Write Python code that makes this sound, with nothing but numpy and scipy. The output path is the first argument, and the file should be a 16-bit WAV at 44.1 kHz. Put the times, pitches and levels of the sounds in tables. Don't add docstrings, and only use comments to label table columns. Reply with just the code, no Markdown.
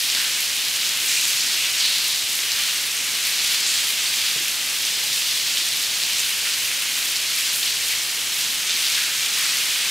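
import sys
import numpy as np
from scipy import signal
from scipy.fft import rfft, irfft
from scipy.io import wavfile
from scipy.ndimage import map_coordinates

SR = 44100
rng = np.random.default_rng(int(sys.argv[2]) if len(sys.argv) > 2 else 0)


def wav_out(sig):
    wavfile.write(sys.argv[1], SR, np.round(np.clip(np.atleast_2d(sig).T, -1, 1) * 32767).astype(np.int16))


def volts_from_decibels(level):
    exponent = np.asarray(level, float) / 20
    return 10 ** exponent


N = 436590


def unit(x):
    return x / np.sqrt(np.mean(x ** 2) + 1e-20)


def along(points, hz):
    f, v = np.transpose(points)
    return np.interp(np.log(hz + 1), np.log(f + 1), v)


def coloured(x, gain_db):
    size = 4096
    log_gain = np.log(volts_from_decibels(gain_db(np.fft.rfftfreq(size, 1 / SR))) + 1e-6)
    cepstrum = irfft(log_gain, size)
    cepstrum[1:size // 2] *= 2
    cepstrum[size // 2 + 1:] = 0
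    response = irfft(np.exp(rfft(cepstrum)), size)
    return signal.oaconvolve(x, response)[:N]


def wobble(rate):
    knots = rng.standard_normal(int(N * rate / SR) + 4)
    return map_coordinates(knots, [np.arange(N) * rate / SR])


def curves(rows):
    s, *cols = np.transpose(rows)
    return [np.interp(np.arange(N) / SR, s, c) for c in cols]


def swells(rows, half_s):
    s, rise_db = np.transpose(rows)
    t = np.arange(0, N + 256, 256) / SR
    bells = np.exp(-((t - s[:, None]) / half_s) ** 2)
    return np.interp(np.arange(N) / SR, t, rise_db @ bells)


def surges():
    # time [s], strength [dB], coarseness [dB], more big drops when high.
    shower = [(0, 0.5, -1.7), (.2, 0, 1), (.55, -.5, -1), (.95, -0.2, 0.45), (1.3, 0.35, -0.14),
              (1.9, 0, 0.65), (2.3, 0, -1.7), (2.62, 0, 1), (2.98, -1.5, 0.15), (3.45, 0.5, 0.59),
              (4.3, 0, .5), (4.65, -1, -0.39), (5.25, 0.5, -1.3), (6.8, -1.2, 0.74), (7.6, 0.2, -0.24),
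              (8.25, -1.5, -0.43), (8.9, 0, 0.9), (9.9, -0.5, 1.8)]
    # time [s], strength change [dB].
    puffs = [(.3, -0.5), (.8, 0.7), (.99, -1.5), (1.5, 0.5), (2.1, 0.5), (2.25, -1.2), (2.4, -1.2),
             (3.12, .8), (3.4, 0), (3.95, -3), (4.1, -0.5), (4.44, -1.5), (4.84, 1), (5.03, -0.5), (5.7, 0),
             (5.93, -0.5), (6.2, 1.5), (6.35, -0.5), (6.5, 2.5), (7.2, -1), (7.4, 0.5), (7.57, -2),
             (7.77, -1), (7.92, 1), (8.3, 0.5), (8.42, 2), (8.63, -1.5), (9.12, -2.5), (9.3, -1),
             (9.45, 1.5)]
    # time [s], rise [dB].
    spray = [(.03, 2), (.22, 0.5), (.41, 1.5), (1.08, 1), (1.29, 1.5), (1.89, 0), (2.07, 1.5), (2.34, 1),
             (2.59, 1), (3.3, 1), (3.52, 0.5), (3.65, -3), (3.76, 1), (3.89, 1.5), (4.25, 0.5), (4.52, 1),
             (5.17, 2), (5.79, 0.5), (6.3, 1), (6.65, 2), (6.97, 1), (7.07, 1), (7.4, 1.5), (7.57, 3),
             (7.9, 1.5), (8.38, 2), (8.7, -2), (8.99, 0), (9.4, 0.5), (9.61, 0.5)]
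    # level [dB], dB per strength dB, dB per coarseness dB.
    answer = [
        (-37, 0.67, 1.43),
        (-29.5, 1.25, 0.85),
        (-27.5, 2.5, 0.4),
        (-29, 0.96, 0.6),
        (-32.5, 0.34, 0.2),
    ]
    flurries_per_s = 18
    strength_db, coarse_db = curves(shower)
    strength_db = strength_db + 0.44 * swells(puffs, half_s=0.064)
    strength_db = strength_db + 0.07 * wobble(flurries_per_s)
    levels = []
    for db, per_strength, per_coarse in answer:
        flurry_db = 0.29 * wobble(flurries_per_s)
        levels.append(db + per_strength * strength_db + per_coarse * coarse_db + flurry_db)
    levels[-1] = levels[-1] + 1.55 * swells(spray, half_s=0.041)
    return levels


def impacts(scatter_db):
    per_second = 2500
    count = per_second * N // SR
    rank = np.minimum(rng.exponential(size=count), 4.5)
    size = volts_from_decibels(scatter_db * rank) * rng.choice([-1, 1], count)
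    return unit(np.bincount(rng.integers(0, N, count), size, N))


def rain():
    # splash centre [Hz], spread [octaves], size scatter [dB],
    # share heard straight [0-1], gain [dB].
    sizes = [
        (1412, 0.36, -0.5, 0.23, 2.28),
        (2608, 0.23, 1.5, 0.27, 1),
        (4347, 0.25, 4, 0.3, 0.78),
        (7140, 0.23, 4.5, 0.46, 0.5),
        (11800, 0.3, 4.5, 0.38, 1.74),
    ]
    # frequency [Hz], density [dB per Hz].
    splash = [(400, -64), (700, -21.5), (1300, -14.5), (2500, -2), (4200, 4.5), (8000, -2.5), (13000, -8.5),
              (15000, -11), (16500, -17)]
    shared = impacts(scatter_db=4.0)
    clump = wobble(rate=30)
    ahead, sideways = np.zeros(N), np.zeros(N)
    for level_db, (centre_hz, octaves, scatter_db, straight, gain_db) in zip(surges(), sizes):

        def band(hz):
            octaves_off = np.abs(np.log2(np.clip(hz, 1, 12000) / centre_hz))
            return along(splash, hz) - 6 * (octaves_off / (2 * octaves)) ** 2.66

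        hits = unit(impacts(scatter_db) + 0.6 * shared) * volts_from_decibels(0.51 * clump + 1.34 * wobble(rate=60))
        blur = rng.standard_normal(N) * volts_from_decibels(0.11 * wobble(rate=45))
        mix = np.sqrt(straight) * hits + np.sqrt(1 - straight) * blur
        ahead += volts_from_decibels(level_db + gain_db) * unit(coloured(mix, band))
        sideways += volts_from_decibels(level_db) * unit(coloured(blur[::-1] + 0.4 * impacts(scatter_db), band))
    return ahead, sideways


def hum():
    # frequency [Hz], density [dB per Hz].
    hum_colour = [(12, -64), (20, -14.5), (109, -3.5), (524, -3.5), (901, -3), (1300, -8), (1690, -38),
                  (2860, -120)]
    noise = coloured(rng.standard_normal(N), lambda hz: along(hum_colour, hz))
    return volts_from_decibels(-46.5 + 0.13 * wobble(rate=4.0)) * unit(noise)


def slops():
    # start [s], level [dB], centre [Hz], width [Hz], time to fall 60 dB [s].
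    slugs = [(0.099, -30, 4200, 2400, 1.2), (0.159, -32, 1720, 600, 0.72), (.36, -32, 2100, 600, .4),
             (1.08, -24.5, 6760, 3000, 2.4), (1.09, -27, 2500, 900, .6), (1.165, -23, 2600, 450, 0.19),
             (1.27, -35, 11500, 2800, .6), (1.39, -24, 5000, 2500, .5), (1.57, -26.5, 2700, 900, 1),
             (1.798, -22, 4160, 1400, 2.1), (2.57, -38, 1600, 900, 1), (3.4, -32, 5500, 4500, 1.8),
             (3.66, -27, 7300, 2400, 1.3), (4.05, -29, 4300, 1200, .9), (4.18, -29, 3030, 1500, 1.4),
             (5.12, -27, 6500, 3000, .6), (5.57, -28, 3580, 900, .6), (6.45, -33, 2100, 1400, .5),
             (7.66, -29, 3300, 1500, 0.55), (7.9, -27.5, 2500, 1200, .5), (8.696, -26, 4500, 3300, .7),
             (8.8, -28, 3900, 2800, 1.8), (8.97, -30.5, 1910, 800, 1), (9.37, -32, 1900, 1290, 1.3)]
    out, t = np.zeros(N + SR), np.arange(SR // 2) / SR
    for s, db, hz, width_hz, t60 in slugs:
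        grains = rng.standard_normal(len(t)) * volts_from_decibels(3.0 * rng.standard_normal(len(t)))
        limits = [hz - width_hz / 2, hz + width_hz / 2]
        sos = signal.butter(2, limits, "band", fs=SR, output="sos")
        swell = volts_from_decibels(db - 60 * t / t60) * (1 - np.exp(-t / 0.0023))
        out[round(s * SR):][:len(t)] += swell * unit(signal.sosfilt(sos, grains))
    return out[:N]


def all_drops():
    # time [s], splash [dB], pitch [Hz], tick [dB].
    puddles = [(.1004, -7, 4600, -26), (.1495, -7, 4800, -27), (.1507, -5, 4100, -38),
               (.172, -7, 4300, -15), (.1945, -8, 4400, -22), (.6838, -8, 4700, -12),
               (1.0025, -8, 3800, -16), (1.2533, -7, 3400, -12), (1.8005, -7, 4200, -27),
               (1.8026, -7, 4100, -28), (1.8249, -5, 4400, -26), (1.8528, -6, 3700, -33),
               (1.9842, -8, 5000, -16), (2.3907, -7, 3200, -15), (2.5188, -7, 4700, -13),
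               (3.4482, -8, 4100, -11), (3.5467, -6, 4200, -17), (3.605, -8, 7900, -12),
               (3.6652, -6, 4700, -18), (4.8518, -6, 5500, -22), (5.0806, -9, 3800, -20),
               (5.3116, -8, 5000, -14), (5.5729, -6, 3700, -30), (6.0362, -5, 4200, -22),
               (7.1645, -5, 4600, -15), (7.631, -7, 3700, -23), (7.6571, -7, 4300, -17),
               (8.6957, -8, 4000, -21), (8.708, -8, 4400, -23), (8.9506, -9, 4200, -21)]
    # time [s], tick [dB].
    ticks = [(.2176, -12), (.4063, -11), (.7399, -13), (1.2125, -10), (1.2384, -12), (1.2809, -12),
             (1.3055, -11), (1.7278, -12), (2.3535, -9), (3.2529, -11), (3.2709, -11), (3.5102, -13),
             (3.8907, -10), (4.4828, -11), (5.7719, -12), (6.1332, -13), (6.3062, -13), (6.5862, -13),
             (6.8231, -12), (6.9842, -12), (7.0563, -11), (7.1207, -12), (7.3864, -11), (7.3961, -13),
             (7.5324, -13), (7.5607, -11), (8.3396, -13), (8.4095, -13), (8.8995, -13), (9.5706, -11)]

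    def pitch(z):
        return np.clip(4070 * np.exp(0.3 * z), 2500, 8000)

    stone = []
    for (s, tick_db), (a, b) in zip(ticks, rng.standard_normal((len(ticks), 2))):
        stone.append((s, tick_db - 4.5 + 3 * a, pitch(b), tick_db))
    lesser_per_s = 8
    count = round(lesser_per_s * N / SR)
    a, b, c = rng.standard_normal((count, 3)).T
    when = (np.arange(count) + rng.uniform(size=count)) / lesser_per_s * 0.99
    lesser = zip(when + 0.002, -11 - 3 * abs(a), pitch(b), -16 - 4 * abs(c))
    return [*puddles, *stone, *lesser]


def near_drops():
    out, t = np.zeros(N + SR), np.arange(256) / SR
    drops = all_drops()
    chance = rng.standard_normal((len(drops), 3))

    def burst(hz, cycles):
        age = t * hz / cycles
        return np.sin(2 * np.pi * hz * t) * age * np.exp(1 - age)

    for (s, db, hz, tick_db), (sign, late, weak) in zip(drops, chance):
        drop = volts_from_decibels(db - 1) * burst(hz, 0.68) + volts_from_decibels(tick_db) * burst(11500, 1.1)
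        start = round(s * SR - 0.7 * SR / hz)
        echo = start + round((0.0013 + 0.0002 * late) * SR)
        out[start:][:len(t)] += np.sign(sign) * drop
        out[echo:][:len(t)] += volts_from_decibels(-11 + 2.5 * weak) * drop
    return out[:N]


def walls(x):
    # frequency [Hz], time to fall 60 dB [s].
    decay = [(300, 1), (3000, 0.99), (12000, 1)]
    hz, t, z = signal.stft(rng.standard_normal(SR), SR, nperseg=256)
    fade = volts_from_decibels(-60 * t / along(decay, hz)[:, None])
    tail = signal.istft(z * fade, SR, nperseg=256)[1]
    delayed = np.pad(x, (200, 0))
    return signal.oaconvolve(delayed, tail / np.linalg.norm(tail))[:N]


def bumps():
    # start [s], level [dB], ring [Hz], time to fall 60 dB [s], puff share [ratio].
    knocks = [
        (4.357, -30, 146, .08, 1.3),
        (4.403, -33, 330, .06, 1.5),
        (5.033, -24, 830, .035, .05),
    ]
    out, t = np.zeros(N + SR), np.arange(SR // 4) / SR
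    sos = signal.butter(2, [260, 470], "band", fs=SR, output="sos")
    for s, db, hz, t60, share in knocks:
        puff = signal.sosfilt(sos, rng.standard_normal(len(t)))
        ring = np.sin(2 * np.pi * hz * t) + share * unit(puff)
        out[round(s * SR):][:len(t)] += volts_from_decibels(db - 2 - 60 * t / t60) * (1 - np.exp(-t / 0.0053)) * ring
    return out[:N]


def scene():
    # frequency [Hz], side minus mid [dB].
    width = [(60, -18), (110, -17), (200, -11), (380, -10.5), (700, -10.5), (1290, -17), (2380, -16.5),
             (4400, -13.5), (8120, -15), (15000, -15)]
    ahead, sideways = rain()
    near = near_drops()
    mid = ahead + near + volts_from_decibels(-4.5) * walls(near) + bumps() + hum() + slops()
    side = coloured(sideways + hum(), lambda hz: along(width, hz) - 6 * (hz / 15000) ** 22)
    return np.array([mid + side, mid - side]) * volts_from_decibels([[-0.05], [0.05]])


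def low_pass(x):
    return signal.sosfilt(signal.butter(12, 15970, fs=SR, output="sos"), x)


def record(dry):
    top_hz = 15740
    hz = np.fft.rfftfreq(N + SR, 1 / SR)
    edge_db = np.interp(hz - top_hz, [-15, 25, 130, 170], [0, -21, -24, -90])
    kept = irfft(rfft(dry, N + SR) * volts_from_decibels(edge_db), N + SR)[:, :N]
    return low_pass(kept)


dry = scene()
out = record(dry)
wav_out(out)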